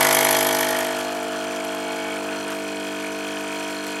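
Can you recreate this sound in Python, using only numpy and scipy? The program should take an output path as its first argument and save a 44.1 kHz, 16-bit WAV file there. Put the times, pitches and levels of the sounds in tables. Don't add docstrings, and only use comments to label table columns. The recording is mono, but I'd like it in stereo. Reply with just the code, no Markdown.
import sys
import numpy as np
from scipy import signal
from scipy.fft import rfft, irfft
from scipy.io import wavfile
from scipy.ndimage import uniform_filter1d

SR = 44100
rng = np.random.default_rng(int(sys.argv[2]) if len(sys.argv) > 2 else 0)


def wrap_up_sound(samples):
    columns = np.atleast_2d(samples).T
    tamed = np.clip(columns, -1, 1)
    steps = np.round(tamed * 32767).astype(np.int16)
    wavfile.write(sys.argv[1], SR, steps)


N = 176400
STROKE_HZ = 50.05

# (time [s], share of full pressure [0-1])
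PRESSURE_RISE = [(0, 0.02), (.25, 0.11), (.6, 0.28), (1.0, 0.45), (1.6, 0.59), (2.2, 0.76), (2.8, 0.91),
                 (3.4, 0.92), (4, 0.9)]
# (pitch [Hz], width [Hz])
HOUSING_MODES = [(2300, 140), (2531, 210), (3220, 29), (4230, 54), (5400, 28), (6020, 82), (11240, 290)]

# (frequency [Hz], relative level [dB])
WATER_COLOUR = [(25, -42), (60, -40), (85, -11.5), (140, -23), (260, -8.5), (370, -9.5), (480, 2.5),
                (560, -4), (1200, 0.5), (1650, -3), (2000, -18), (2800, -7.5), (4000, -50)]
# (time [s], relative level [dB])
WATER_ENVELOPE = [(0, -28.5), (.3, -35), (1.3, -38.5), (1.9, -39), (2.2, -40.5), (2.33, -38), (2.7, -43),
                  (4, -42.5)]
# (time [s], half length [s], level [dB])
GURGLE_CUES = [(2.08, 0.048, -41), (2.324, .05, -36), (2.498, 0.015, -36), (2.53, .015, -33.5)]
# (frequency [Hz], relative level [dB])
PIPE_COLOUR = [(1000, -10), (1450, -1), (1800, -10), (3200, -10), (6000, -45)]

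# (multiple of the stroke rate, level [dB])
PANEL_PARTIALS = [(17, -39.5), (45, -42)]
# (multiple of the stroke rate, level [dB])
BUZZ_PARTIALS = [(19, -48), (21, -50), (23, -51), (27, -55), (29, -45), (30, -50), (33, -48), (34, -44.5),
                 (35, -42.5), (44, -48), (50, -46)]
# (loudest at [s], half length [s], delay in the stroke [s], pitch [Hz], decay [s], level [dB])
METAL_MODES = [(0.069, .13, .0095, 2000, 0.008, -28.5), (.21, 0.13, .0095, 2160, 0.0064, -28),
               (0.69, 0.22, .0105, 1860, 0.0074, -34), (0.39, 0.52, .011, 3250, 0.0031, -39.5),
               (0.22, 0.55, 0.00894, 6050, 0.0035, -36.5)]
# (delay in the stroke [s], pitch [Hz], decay [s], level [dB], timing jitter [s])
VALVE_MODES = [(.0078, 2282, 0.0022, -43.5, 0.000077), (.0112, 2530, 0.0026, -44, .00004),
               (.0135, 3230, 0.0036, -46.5, .00009), (.0105, 4230, 0.0026, -50.5, 0.000059),
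               (.0105, 6000, 0.0038, -52, .00005), (.0005, 7200, .0022, -54.5, 0.000036),
               (.0005, 8220, 0.0039, -55, .00004), (0.0016, 8770, 0.0028, -55, .00004),
               (.0095, 11250, 0.0015, -57, 0.000046)]
# (time [s], relative level [dB])
CLACK_CUES = [(.9874, -40), (1.008, -43), (1.1474, -43), (1.228, -47), (1.647, -42), (1.7466, -43),
              (2.504, -43), (2.528, -49), (3.408, -43), (3.8664, -40.5)]

# (delay [s], centre [Hz], spread [octaves],
# relative level [dB], decay [s], swing up and down on alternate strokes [dB])
KNOCK_HITS = [(0, 8360, 0.25, 4, .0025, 3.5), (.002, 5570, 1, -3, 0.0066, 1),
              (.0038, 1360, 0.7, -1.5, 0.0035, 1.5), (.0096, 8000, 0.81, -3.5, 0.0058, -0.8),
              (.0135, 2630, 0.62, 1, 0.0036, 1), (.0163, 1390, 0.31, -1, 0.0064, 0)]
RATTLE_HITS = [(.0024, 1220, 1.43, -5, 0.0043, -3), (.0064, 9900, 0.96, 0, 0.0027, 1),
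               (.0084, 7000, 1.83, -1, 0.0041, -0.5), (.0098, 2070, 0.77, 4.5, 0.0067, 0.2)]
# (frequency [Hz], relative level [dB])
KNOCK_TONE = [(590, -36), (1000, -10), (1500, 0.5), (1840, -2), (2000, -11), (2400, -8), (2720, -9.5),
              (3050, -2.5), (3760, -14.5), (4600, -12), (6000, -15), (7500, -13), (9550, -19.5),
              (11300, -20.5), (13800, -28.5), (15700, -33)]
RATTLE_TONE = [(410, -41), (700, -2.5), (757, -9.5), (944, -3), (1020, -8.5), (1630, -14.5), (1830, -6.5),
               (2350, -9.5), (2740, -21), (3120, -10), (3840, -16.5), (6060, -15.5), (8170, -16.5),
               (10500, -16.5), (11300, -7.5), (12200, -18), (13200, -15.5), (13800, -42), (15700, -52)]
# (time [s], level [dB])
KNOCK_ENVELOPE = [(0, -28.5), (1, -33.5), (1.35, -35.5), (2.05, -36), (2.7, -36), (4, -35)]
RATTLE_ENVELOPE = [(0, -18), (.15, -21), (.32, -21.5), (.48, -24), (.65, -26.5), (.85, -30), (1.05, -41.5),
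                   (1.4, -55), (4, -59)]
# (time [s], gain [dB])
SIZZLE_ENVELOPE = [(0, -1), (.3, 1.5), (.55, 1), (.75, -2), (1, -8)]

HARMONICS_FREE = [-41, -23.5, -12, -30, -7, -12, -7.5, -10.5, -7.5, -7.5, -31, -11.5, 0, -20, -6, -7, -3,
                  -3, -11.5, -4.5]
HARMONICS_HALF = [-47, -24.5, -22.5, -11, -6.5, -4.5, -4.5, -15.5, -3, -15, -43, -15.5, .5, 0.5, -27.5, -18,
                  -7, -12.5, -19, -15.5]
HARMONICS_FULL = [-40, -22.5, -16.5, -5.5, -7, 2.5, -6, -6, -1, -13.5, -47, -21, -1, -10, -8.5, -19, -20.5,
                  -41, -6.5, -20]
# (time [s], relative level [dB])
DRONE_ENVELOPE = [(0.05, -21.5), (0.53, -23), (1.08, -27.5), (3.12, -30), (3.9, -30.5)]

TIME = np.arange(N) / SR
FREQS = np.arange(N // 2 + 1) * SR / N
STROKE_TIMES = np.arange(int(N / SR * STROKE_HZ) + 1) / STROKE_HZ


def undb(db):
    return 10 ** (np.asarray(db) / 20)


def unit(x):
    return x / np.sqrt(np.mean(x ** 2))


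def curve(rows):
    return np.interp(TIME, *np.array(rows).T)


def swell(at, half_length):
    return np.exp(-((TIME - at) / half_length) ** 2)


def wobble(rate_hz):
    hold = int(SR / rate_hz)
    steps = np.repeat(rng.standard_normal(N // hold + 1), hold)
    return 1.3 * uniform_filter1d(uniform_filter1d(steps, hold), hold)[:N]


def colour(x, points, smooth_bins=600):
    hz, db = np.array(points).T
    spectrum = rfft(x)
    power = uniform_filter1d(abs(spectrum) ** 2, smooth_bins)
    gain = undb(np.interp(np.log(FREQS + 1), np.log(hz), db)) / np.sqrt(power + power.max() * 1e-7)
    low_cut = np.minimum(FREQS / hz[0], 1) ** 4 + 1e-4
    cepstrum = irfft(np.log(gain * low_cut))
    cepstrum[1:N // 2] *= 2
    cepstrum[N // 2 + 1:] = 0
    return unit(irfft(spectrum * np.exp(rfft(cepstrum))))


def struck(delay, hz, decay, jitter_s, rise_s=.00044, scatter_db=2.5):
    timing, strength = rng.standard_normal((len(STROKE_TIMES), 2)).T
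    at = np.clip(STROKE_TIMES + delay + jitter_s * timing, 0, None) * SR
    hits = np.bincount(np.round(at).astype(int), undb(scatter_db * strength), 2 * N)[:N]
    t = TIME[:SR // 10]
    ring = (1 - np.exp(-t / rise_s)) * np.exp(-t / decay) * np.sin(2 * np.pi * hz * t)
    return unit(signal.fftconvolve(hits, ring)[:N])


def contacts(table, jitter_s, looseness, rise_s=.00048, scatter_db=1.68, swing_s=.00003):
    t = TIME[:SR // 20]
    alternate = np.cos(np.pi * np.arange(len(STROKE_TIMES)))
    chatter_gain = looseness * FREQS / np.hypot(FREQS, 2200)
    out = 0
    for delay, hz, octaves, db, decay, swing_db in table:
        timing, strength = rng.standard_normal((len(STROKE_TIMES), 2)).T
        at = np.clip(STROKE_TIMES + delay + jitter_s * timing - swing_s * alternate, 0, None) * SR
        force = undb(scatter_db * strength + swing_db * alternate)
        whole, part = at.astype(int), at % 1
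        hits = np.bincount(whole, force * (1 - part), 2 * N)[:N]
        hits += np.bincount(whole + 1, force * part, 2 * N)[:N]
        envelope = (1 - np.exp(-t / rise_s)) * np.exp(-t / decay)
        ring = signal.fftconvolve(hits, envelope * rng.standard_normal(len(t)))[:N]
        chatter = signal.fftconvolve(hits, envelope)[:N] * rng.standard_normal(N)
        band = np.exp(-.5 * (np.log2((FREQS + 1) / hz) / octaves) ** 2)
        out += undb(db) * irfft(band * (rfft(ring) + chatter_gain * rfft(chatter)))
    return out


def housing(x, decay_s=.0053):
    t = TIME[:SR // 20]
    strong = sum(1 / (1 + 2j * (FREQS - hz) / width) for hz, width in HOUSING_MODES)
    weak = rng.standard_normal(len(t)) * np.exp(-t / decay_s)
    rings = undb(18) * strong + undb(2) * rfft(weak / np.linalg.norm(weak), N)
    treble = FREQS ** 2 / (FREQS ** 2 + 6000 ** 2)
    return irfft(rfft(x) * (1 + treble * rings))


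def kitchen(x, t60_s=.13, low_cut_hz=725, send_db=-11):
    t = TIME[:SR // 3]
    tails = rng.standard_normal((2, len(t))) * np.exp(-np.log(1000) * t / t60_s)
    tails /= np.sqrt(np.sum(tails ** 2, axis=1, keepdims=True))
    tails = signal.sosfilt(signal.butter(1, low_cut_hz, "high", fs=SR, output="sos"), tails)
    return undb(send_db) * signal.fftconvolve(x[None], tails, axes=1)[:, :N]


def water(pulse_depth=.26, lag_s=.0072, trim_db=2):
    push = 1 + pulse_depth * np.cos(2 * np.pi * STROKE_HZ * (TIME - lag_s))
    return colour(push * rng.standard_normal(N), WATER_COLOUR) * undb(curve(WATER_ENVELOPE) + trim_db)


def gurgles():
    envelope = sum(undb(db) * swell(at, half) for at, half, db in GURGLE_CUES)
    return envelope * colour(rng.standard_normal(N), PIPE_COLOUR)


def panel(at_s=2, half_length_s=.22):
    envelope = np.exp(-((TIME - at_s) / half_length_s) ** 4)
    phase = 2 * np.pi * STROKE_HZ * TIME
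    return envelope * sum(undb(db) * np.cos(k * (phase + .038 * wobble(24.94)))
                          for k, db in PANEL_PARTIALS)


def buzz(pressure, lag_s=.0172, waver_db=2.5, smear_rad=.63):
    phase = 2 * np.pi * STROKE_HZ * (TIME - lag_s)
    out = 0
    for k, db in BUZZ_PARTIALS:
        gain = undb(db + waver_db * wobble(5.97))
        out += gain * np.cos(k * phase + smear_rad * rng.standard_normal())
    return pressure ** 2 * out


def metal():
    return sum(undb(db) * swell(at, half) * struck(delay, hz, decay, jitter_s=.00006)
               for at, half, delay, hz, decay, db in METAL_MODES)


def valves(spurt_db=2.2):
    return sum(undb(db) * unit(undb(spurt_db * wobble(14)) * struck(delay, hz, decay, jitter))
               for delay, hz, decay, db, jitter in VALVE_MODES)


def clacks(rise_s=.0012, decay_s=.005, trim_db=13.5):
    envelope = sum(undb(db) * np.clip((TIME - at) / rise_s, 0, 1) * np.exp(-abs(TIME - at) / decay_s)
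                   for at, db in CLACK_CUES)
    return undb(trim_db) * envelope * colour(rng.standard_normal(N), RATTLE_TONE)


def knocks(waver_db=.3):
    hits = contacts(KNOCK_HITS, jitter_s=.00002, looseness=.57)
    blows = colour(housing(hits), KNOCK_TONE, smooth_bins=1000)
    return blows * undb(curve(KNOCK_ENVELOPE) + waver_db * wobble(29))


def rattle(sizzle_hz=9700, flutter_db=2.2):
    hits = contacts(RATTLE_HITS, jitter_s=.00007, looseness=1.5)
    blows = colour(housing(hits), RATTLE_TONE, smooth_bins=1000)
    sizzle = signal.sosfiltfilt(signal.butter(4, sizzle_hz, "high", fs=SR, output="sos"), blows)
    body = blows - sizzle
    sizzle_gain = undb(curve(SIZZLE_ENVELOPE) + flutter_db * wobble(50.9))
    return (body + sizzle * sizzle_gain) * undb(curve(RATTLE_ENVELOPE))


def drone(pressure, waver_db_per_harmonic=.082, smear_rad=.96, trim_db=-.94):
    crossfade = np.clip([1 - 2 * pressure, 1 - abs(2 * pressure - 1), 2 * pressure - 1], 0, 1)
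    out = 0
    for k, levels in enumerate(zip(HARMONICS_FREE, HARMONICS_HALF, HARMONICS_FULL), 1):
        hz = k * STROKE_HZ
        db = np.array(levels) @ crossfade + waver_db_per_harmonic * k * wobble(7.56)
        lag_s = .002974 + 5e-6 * hz
        out += undb(db) * np.cos(2 * np.pi * hz * (TIME - lag_s) + smear_rad * rng.standard_normal())
    levelled = out / np.sqrt(uniform_filter1d(out ** 2, size=SR // 5))
    return levelled * undb(curve(DRONE_ENVELOPE) + trim_db)


def scene(left_bias_db=.67):
    pressure = curve(PRESSURE_RISE)
    machine = drone(pressure) + rattle() + knocks() + clacks() + panel() + water()
    machine += valves() + metal() + buzz(pressure) + gurgles()
    pan = undb([[left_bias_db / 2], [-left_bias_db / 2]])
    return (machine + kitchen(machine)) * pan


def record(dry, top_hz=15800):
    return signal.sosfilt(signal.ellip(8, .2, 70, top_hz, fs=SR, output="sos"), dry)


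dry = scene()
out = record(dry)
wrap_up_sound(out)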